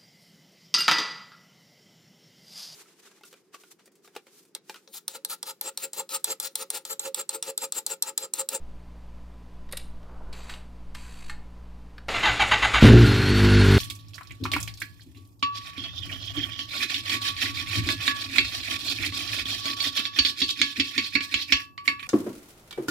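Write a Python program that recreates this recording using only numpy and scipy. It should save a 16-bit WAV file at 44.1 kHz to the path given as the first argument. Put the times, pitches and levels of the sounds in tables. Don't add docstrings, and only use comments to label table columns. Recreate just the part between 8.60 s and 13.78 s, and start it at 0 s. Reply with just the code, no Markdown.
import sys
import numpy as np
from scipy import signal
from scipy.fft import rfft, irfft
from scipy.io import wavfile
from scipy.ndimage import uniform_filter1d

SR = 44100
rng = np.random.default_rng(int(sys.argv[2]) if len(sys.argv) > 2 else 0)


def field_ratio(decibels):
    return 10 ** (np.asarray(decibels, dtype=float) / 20)


def bounce(signal):
    frames = np.transpose(np.atleast_2d(signal))
    limited = np.clip(frames, -1, 1)
    pcm = np.round(limited * 32767).astype(np.int16)
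    wavfile.write(sys.argv[1], SR, pcm)


N = 228471


def columns(rows, off=None):
    s, *rest = np.transpose(rows)
    return [np.interp(np.arange(N) / SR, s, c, off, off) for c in rest]


def rms_one(x):
    return x / np.sqrt(np.mean(x ** 2) + 1e-20)


def coloured(spectrum):
    hz, db = np.transpose(spectrum)
    bins = np.maximum(np.arange(N // 2 + 1) * SR / N, 1)
    gain = field_ratio(np.interp(np.log(bins), np.log(hz), db, -90, -90))
    return rms_one(irfft(rfft(rng.standard_normal(N)) * gain, N))


def drift(hz):
    r = np.exp(-2 * np.pi * hz / SR)
    return rms_one(signal.lfilter([1], [1, -2 * r, r * r], rng.standard_normal(N + SR))[SR:])


def resonate(x, modes):
    out = 0
    for k, (hz, width, db) in enumerate(modes):
        r = np.exp(-np.pi * width / SR)
        top = np.array([1, 0, -1]) * (1 - r * r) / 2
        bottom = [1, -2 * r * np.cos(2 * np.pi * hz / SR), r * r]
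        out = out + (-1) ** k * field_ratio(db) * signal.lfilter(top, bottom, x + 1e-18)
    return out


def cut(x, hz, kind, order=4):
    return signal.sosfilt(signal.butter(order, hz, kind, fs=SR, output="sos"), x)


def pulses(per_s):
    return np.flatnonzero(np.diff(np.floor(np.cumsum(per_s) / SR))) + 1


def bumps(rows, width, rest_db):
    t = np.arange(N) / SR
    return field_ratio(rest_db) + sum(field_ratio(db) * np.exp(-((t - s) / width) ** 2) for s, db in rows)


def background():
    # hz, level_db (rms)
    hum_lines = [(58.03, -46), (116.1, -57.5), (120.0, -81), (174.1, -53), (178.1, -130), (232.2, -68.5),
                 (236.1, -63), (240.1, -82), (290.2, -63.5), (294.0, -100), (1000, -68)]
    # time_s, level_db
    overtones = [(0, -3), (2.7, -2.5), (3.1, -3.5), (3.5, -4.5)]
    # hz, level_db (per Hz)
    floor = [(190, -22), (320, -20), (347, -2.5), (489, -4), (585, -4.5), (1070, -7.5), (1530, -14),
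             (1660, -14.5), (2840, -18), (15700, -38)]
    drone = [(15, 15), (30, -15.5), (60, 2.5), (90, -13), (160, -9.5), (250, -11.5), (330, -15.5)]
    # time_s, level_db
    sways = [(0.05, -37), (0.55, -44.5), (1.05, -40), (1.31, -37), (1.67, -36.5), (1.95, -45.5),
             (2.31, -39), (2.71, -34.5), (3.13, -48), (3.55, -48)]
    # time_s, level_db
    jogs = [(0.0, -58), (0.33, -65), (1.05, -53), (1.67, -46), (2.08, -62), (2.55, -62), (2.8, -60),
            (3.54, -47)]
    t = np.arange(N) / SR
    fade_db, waver = columns(overtones)[0], drift(3.7)
    hum = 0
    for k, (hz, db) in enumerate(hum_lines):
        line_db = db + 3.0 + 0.24 * waver + (k > 0) * fade_db
        hum = hum + field_ratio(line_db) * np.sin(2 * np.pi * hz * t + k * k)
    swing = np.sin(2 * np.pi * np.cumsum(7.4 + 1.0 * drift(1.27)) / SR)
    sway = field_ratio(2.0) * bumps(sways, 0.12, rest_db=-48.5) * swing
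    jog = bumps(jogs, 0.043, rest_db=-66) * coloured([(14, 13), (28, 4), (45, 13), (70, -52)])
    sleeve_on_s, sleeve_off_s = 1.5, 1.93
    rise_db_per_s, fall_db_per_s = 90, 78
    rub_db = -55 - rise_db_per_s * np.maximum(sleeve_on_s - t, 0) - fall_db_per_s * np.maximum(t - sleeve_off_s, 0)
    flutter_db = 0.7 * drift(7.2) + 2.0 * drift(44)
    sleeve = field_ratio(rub_db + flutter_db) * coloured([(300, 4), (700, 5), (1500, -1), (2500, -29)])
    faint_hiss = field_ratio(-83) * coloured([(4400, -19.5), (4650, 1), (4900, -22)])
    return hum + sway + jog + sleeve + field_ratio(-59) * coloured(floor) + field_ratio(-52.5) * coloured(drone) + faint_hiss


def clicks():
    # time_s, peak_db, ring_hz, ring_db, treble_db
    contacts = [(1.089, -41.5, 1890, -7, -20), (1.112, -40, 1610, -12, -4), (1.123, -27, 4000, 6.5, 3.5),
                (1.129, -32, 1800, 11.5, -12), (1.132, -36, 520, 14, -8), (1.17, -23, 2960, -16, 2),
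                (1.197, -34, 4180, -10, -18), (1.428, -49, 1260, -4, -14), (1.728, -32.5, 4270, 1.5, -29),
                (1.895, -28.5, 1510, 4, -23), (1.937, -32, 2900, -1, -8), (2.348, -28.5, 2170, -15, -8.5),
                (2.696, -34, 1740, 11.5, -38), (3.38, -38, 1580, 13, -40), (3.487, -19, 2190, 1.5, -41)]
    # hz, level_db, t60_s
    barrel = [(2266, -24, 0.16), (3980, 8.5, 0.028), (4177, -20, 5.0), (4960, -10, 0.041),
              (6700, -14, 0.12), (8091, -19, 0.21), (8900, 1.5, 0.018)]
    # time_s, level_db
    stops = [
        (1.893, -20.5),
        (1.938, -25),
        (2.35, -22.5),
        (2.697, -12.5),
    ]
    # hz, level_db, t60_s
    panel = [(840, 3, 0.6), (1194, -2.5, 0.075), (1784, 3.5, 0.12), (2160, 3.5, 0.14), (3070, -14, .08),
             (4240, 0.5, 0.087), (8300, -12, 0.097)]
    out, taps, turns = np.zeros((3, N))
    t = np.arange(SR // 8) / SR
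    for s, db, hz, ring_db, treble_db in contacts:
        noise = rng.standard_normal((2, len(t)))
        rattle = noise * (1 - np.exp(-t / 0.0013)) * np.exp(-t / 0.0049) * field_ratio(db - 6.0)
        crack = 2 * cut(rattle[0], [max(0.45 * hz, 900), 5200], "band")
        fizz = 1.5 * field_ratio(treble_db) * cut(rattle[1], [7800, 13000], "band", order=2)
        knock = field_ratio(2) * cut(rattle[1], [350, 900], "band", order=2)
        ring = resonate(rattle[0], [(hz, 0.15 * hz, ring_db + 13)])
        start = round(s * SR)
        turns[start:][:len(t)] += rattle[0] * field_ratio(treble_db)
        out[start:][:len(t)] += crack + fizz + knock + ring
    for s, db in stops:
        taps[round(s * SR)] = field_ratio(db)
    lock = resonate(turns, [(hz, 7.0 / min(t60, 0.025), db + 8) for hz, db, t60 in barrel])
    return out + lock + resonate(taps, [(hz, 3.3 / t60, db + 20.5) for hz, db, t60 in panel])


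def servo():
    # start_s, stop_s, level_db, dying_db_per_s
    runs = [
        (1.727, 1.896, -51, 213),
        (2.346, 2.696, -52, 450),
    ]
    # hz, width_hz, level_db
    housing = [(1000, 110, 2), (2520, 210, -1.5), (3840, 97, -1), (4520, 220, 0), (6200, 200, -8.5),
               (6600, 88, -10), (7630, 46, -5), (7530, 69, -19), (8100, 66, -7), (8140, 37, -17),
               (9900, 200, -23), (13400, 140, -16)]
    # hz, level_db (per Hz)
    gear_noise = [(530, -28), (900, -19), (1200, -1.5), (2570, 0.5), (3380, -3), (4490, -17), (5500, -19),
                  (7590, -3), (15500, -25)]
    t, level = np.arange(N) / SR, 0
    jerk_db, jerk_s, sag_db_per_s, jam_db = 1.5, 0.011, 8, 10.5
    for on, off, db, dying in runs:
        running_db = jerk_db * np.exp(-np.abs(t - on) / jerk_s) - sag_db_per_s * (t - on)
        running = (t > on) * (t < off) * field_ratio(running_db)
        jammed = (t >= off) * field_ratio(jam_db - dying * np.abs(t - off))
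        level = level + field_ratio(db) * (running + jammed)
    beat_hz, depth = columns([(2.4, 76, .4), (2.55, 62, .6), (2.69, 48, 1.3), (2.692, 48, 0)])
    buzz = field_ratio(5.5 * depth * np.sin(2 * np.pi * np.cumsum(beat_hz) / SR))
    body = rms_one(resonate(rng.standard_normal(N), housing))
    return level * rms_one(0.9 * buzz * body + buzz ** 0.7 * coloured(gear_noise))


def starter():
    # start_s, peak_db, mesh_start_hz, mesh_end_hz, length_s
    strokes = [
        (3.536, -27.5, 714.7, 655.8, .055),
        (3.625, -20.5, 1095, 648, 0.096),
        (3.793, -17, 834, 715, 0.05),
        (3.909, -18, 1123, 598.8, 0.051),
        (4.02, -19, 1157, 599.3, .055),
        (4.134, -19.5, 1208, 608, 0.062),
        (4.229, -22, 1148, 816, .08),
    ]
    # time_s, level_db
    puffs = [
        (3.521, -39),
        (3.674, -29.5),
        (3.791, -33),
        (3.905, -31.5),
        (4.02, -27.5),
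        (4.135, -25),
    ]
    # hz, width_hz, level_db
    crankcase = [(646, 20, 2), (842, 32, 5), (1171, 96, 2.5), (1560, 120, 3.5), (2010, 30, 8),
                 (2270, 41, 4), (2755, 86, 2), (3125, 106, -0.5), (3590, 130, -1.5), (3960, 108, -3),
                 (4670, 150, -14), (6630, 126, -13.5), (7750, 29, -37), (9350, 44, -19)]
    # hz, level_db (per Hz)
    grind_noise = [(88, -4.5), (150, -10.5), (530, -10.5), (751, -11.5), (827, -12), (1240, -6.5),
                   (1540, -9), (2270, -5.5), (3910, -13), (5440, -21.5), (6730, -28), (15500, -58.5)]
    brush_noise = [(4800, -16), (6000, -18), (6700, 11), (7400, 3.5), (11000, -5.5), (15700, -22)]
    on_s, off_s, free_db = 3.484, 4.33, -31.5
    judder_hz, judder = 45.5, 0.24
    sag_rate = 2.2
    steady_hz, looseness = 740, 0.2
    t = np.arange(N) / SR
    load, mesh, thump = np.zeros(N), np.full(N, 1000.), np.zeros(N)
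    for s, db, from_hz, to_hz, length in strokes:
        part = np.maximum(t - s, 0) / length
        effort = (1 - np.exp(-part * 7)) * np.exp(-part ** 2.9 * 1.5)
        load += field_ratio(db) * effort * (1 - judder * np.sin(2 * np.pi * judder_hz * (t - s) + 2.0))
        mesh = np.where(t > s, to_hz + (from_hz - to_hz) * np.exp(-sag_rate * part ** 1.4), mesh)
    for s, thump_db in puffs:
        age = np.maximum(t - s, 0)
        puff = np.sin(2 * np.pi * 56 * age) + 0.48 * np.sin(2 * np.pi * 108 * age) * age / 0.043
        thump += field_ratio(thump_db) * age * 130 * np.exp(-age * 45) * puff

    teeth, at = np.zeros(N), pulses(mesh * (1 + 0.004 * drift(150)))
    play = looseness * np.clip(mesh[at] / steady_hz - 1, 0, 0.5)
    early = play * SR / mesh[at] * rng.standard_normal(N)[at]
    at = np.clip(at + early.astype(int), 0, N - 1)
    teeth[at] = field_ratio(1.0 * rng.standard_normal(N)[at])
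    whine = rms_one(cut(resonate(teeth, [(hz, w * 3.4, db) for hz, w, db in crankcase]), 530, "high"))
    grind = coloured(grind_noise)
    ringing = rms_one(resonate(rng.standard_normal(N) * load, crankcase)) / rms_one(load).max()

    running = np.clip((t - on_s) / 0.0011, 0, 1) * np.clip((off_s - t) / 0.024, 0, 1)
    clunk_decay = (t > on_s) * np.exp(-np.maximum(t - on_s, 0) / 0.029)
    clunk = field_ratio(-28.5) * clunk_decay * coloured([(250, -19), (400, -1), (650, 4), (1000, -10)])
    brushes = field_ratio(-49 + 2 * drift(28)) * running * (1 + 8 * load) * coloured(brush_noise)
    lumpy = field_ratio(1.8 * drift(45))
    strained = whine + 0.22 * cut(grind, 5000, "low", order=1)
    free = field_ratio(free_db) * running * (grind + 0.14 * whine)
    return load * lumpy * strained + 0.13 * ringing + free + thump + clunk + brushes


def engine():
    # time_s, firings_per_s
    speed = [(4.215, 52), (4.3, 57), (4.35, 59.2), (4.41, 58.5), (4.47, 48.4), (4.65, 48.2), (4.72, 50.3),
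             (4.95, 50.1), (5.06, 48), (5.18, 49.7)]
    # time_s, level_db
    combustion = [(4.215, -14), (4.26, -10), (4.322, -23.5), (4.337, -15.5), (4.4, -16), (4.607, -25),
                  (4.819, -18.5), (5.0, -15), (5.18, -15)]
    cylinders = [-4.2, -3.5, -5, -3]
    # time_s, level_db
    first_bangs = [
        (4.223, 4.5),
        (4.246, 0),
        (4.256, -4.5),
        (4.266, -3),
        (4.281, -2.5),
        (4.298, 0),
        (4.31, -9),
        (4.341, 0.5),
    ]
    # hz, width_hz, level_db
    silencer = [(56, 19.4, 4.5), (108.3, 42, 7.5)]
    pipe = [(202.4, 26.4, 0.5), (254.6, 21, 1.5), (287, 43, -9.5), (356, 9.2, 4), (386.8, 12, -1.5),
            (438.3, 22, -2.5), (513, 79, -23)]
    cover_modes = [(1438, 28, 15.5), (1960, 63, -8), (2720, 44, -16), (2820, 170, -0.5), (3640, 64, 4.5),
                   (3727, 65, 4), (4160, 85, -1), (5880, 297, -10)]
    # hz, level_db (per Hz)
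    valve_noise = [(310, -37), (520, -4), (722, -7), (832, -4.5), (1280, -3), (1450, 2.5), (1900, -1),
                   (3990, -6.5), (4350, -9), (4740, -10), (6390, -18.5), (11800, -23.5), (15700, -40)]
    t = np.arange(N) / SR
    (per_s,), (boom_db,) = columns(speed), columns(combustion)
    catch_s = combustion[0][0]
    rich = np.clip(1 - (t - 4.3) / 0.05, 0, 1)
    uneven_catch, uneven_idle = 0.5, 0.08
    uneven = uneven_idle + (uneven_catch - uneven_idle) * rich
    bark_db = -8.5 + 0.7 * boom_db + 2.5 * rich + 0.27 * (per_s - per_s[-1])
    clatter_db = -22 + 0.25 * boom_db + 7 * np.exp(-np.abs(t - catch_s) / 0.052)
    on = np.clip((t - catch_s) / 0.002, 0, 1)

    at = pulses(per_s * (on > 0))
    chance = rng.standard_normal((len(at), 2)) * np.clip(uneven[at], 0, 1)[:, None]
    gas, bangs = np.zeros(N), np.zeros(N)
    fired = np.clip(at + (chance[:, 0] * 0.003 * SR).astype(int), 0, N - 1)
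    gas[fired] = field_ratio(np.resize(cylinders, len(at)) + 12.0 * chance[:, 1])
    for s, db in first_bangs:
        bangs[round(s * SR)] = field_ratio(db + 34.5)
    gas += 0.025 * uneven * on * rng.standard_normal(N)

    steady = slice(-SR // 3, None)
    boom = cut(resonate(gas, silencer), 154.4, "low")
    bark = cut(cut(resonate(gas, pipe), 453, "low", order=8), 98, "high")
    exhaust = field_ratio(boom_db) * boom / boom[steady].std() + field_ratio(bark_db) * bark / bark[steady].std()
    bang_modes = [(36, 36, 3), (70, 91, 8), (100, 40, 12.5), (227, 42, 4.5), (330, 145, -3), (464, 88, -4.5)]
    early = cut(resonate(bangs, bang_modes), 680, "low")

    valves = 1 + 0.035 * np.cos(4 * np.pi * np.cumsum(per_s) / SR)
    covers = rms_one(resonate(rng.standard_normal(N), cover_modes))
    clatter = field_ratio(clatter_db + 0.83 * drift(34)) * valves * rms_one(coloured(valve_noise) + 0.36 * covers)
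    whine_hz = 88.2 * per_s
    whine_db = -35.5 - 200 * np.maximum(4.47 - t, 0) + 3 * drift(30)
    whine = field_ratio(whine_db) * np.sin(2 * np.pi * np.cumsum(whine_hz + 34 * drift(60)) / SR)
    return uniform_filter1d(on, size=1200) * clatter - on * exhaust + early + whine


def garage(x):
    t60_s = 0.35
    t = np.arange(SR // 2) / SR
    tail = rng.standard_normal(len(t)) * field_ratio(-60 * t / t60_s) * (t > 0.006)
    tail = cut(tail, [500, 7000], "band", order=1)
    return signal.fftconvolve(x, tail / np.sqrt(np.sum(tail ** 2)))[:N]


def flip_treble(mid):
    # start_s, end_s, share of treble bands
    patches = [
        (1.74, 1.95, 0.41),
        (3.48, 4.5, 0.33),
        (4.5, 5.1, 0.42),
    ]
    frame, grid = 1024, 494
    n, k = np.arange(2 * frame), np.arange(frame)
    window = signal.windows.kaiser_bessel_derived(2 * frame, 4 * np.pi)
    basis = np.cos(np.pi / frame * np.outer(n + 0.5 + frame / 2, k + 0.5)) * window[:, None]
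    lead = 2 * frame - grid
    count = (N + lead) // frame + 1
    padded = np.pad(mid, (lead, (count + 1) * frame - N - lead))
    frames = np.lib.stride_tricks.sliding_window_view(padded, 2 * frame)[::frame].copy()
    lines = frames @ basis * 2 / frame

    chance = uniform_filter1d(rng.standard_normal((count, 32)), size=2, axis=0)
    chance = chance + rng.standard_normal((count, 1)) * 0.38
    rank = chance.ravel().argsort().argsort().reshape(chance.shape) / chance.size
    rank = rank[:, k // 32]
    s = (np.arange(count)[:, None] * frame - lead + frame) / SR
    share = sum(part * (s > start) * (s <= end) for start, end, part in patches)
    hz = k * SR / 2 / frame
    flipped = (rank < share) & (hz > 7900)
    leaking = (rank > 0.55) & (hz > 2500) & (hz < 8200)
    leak = field_ratio(-34.5) * hz / 4000 * leaking * rng.choice([-1, 1], lines.shape)

    parts = np.array([flipped * lines, leak * lines]) @ basis.T
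    first_halves = np.pad(parts[..., :frame], ((0, 0), (0, 1), (0, 0)))
    second_halves = np.pad(parts[..., frame:], ((0, 0), (1, 0), (0, 0)))
    moved, leaked = (first_halves + second_halves).reshape(2, -1)[:, lead:lead + N]
    return np.array([mid + leaked, mid - 2 * moved - leaked])


def scene():
    # hz, width_hz, level_db
    standing_waves = [(117.2, 2.3, -0.5), (148.8, 2.2, 5), (294, 1.24, 10.5)]
    ambience = background()
    bike = clicks() + servo() + starter() + engine()
    mid = bike + field_ratio(-13) * garage(bike) + resonate(bike, standing_waves) + ambience
    return np.array([mid, mid])


def band_limit(x):
    return signal.sosfilt(signal.butter(12, 15830, fs=SR, output="sos"), x)


def record(dry):
    limited = 0.95 * np.tanh(dry[0] / 0.95)
    top_cut = cut(limited, 15700, "low", order=16)
    return band_limit(flip_treble(top_cut))


dry = scene()
out = record(dry)
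bounce(out)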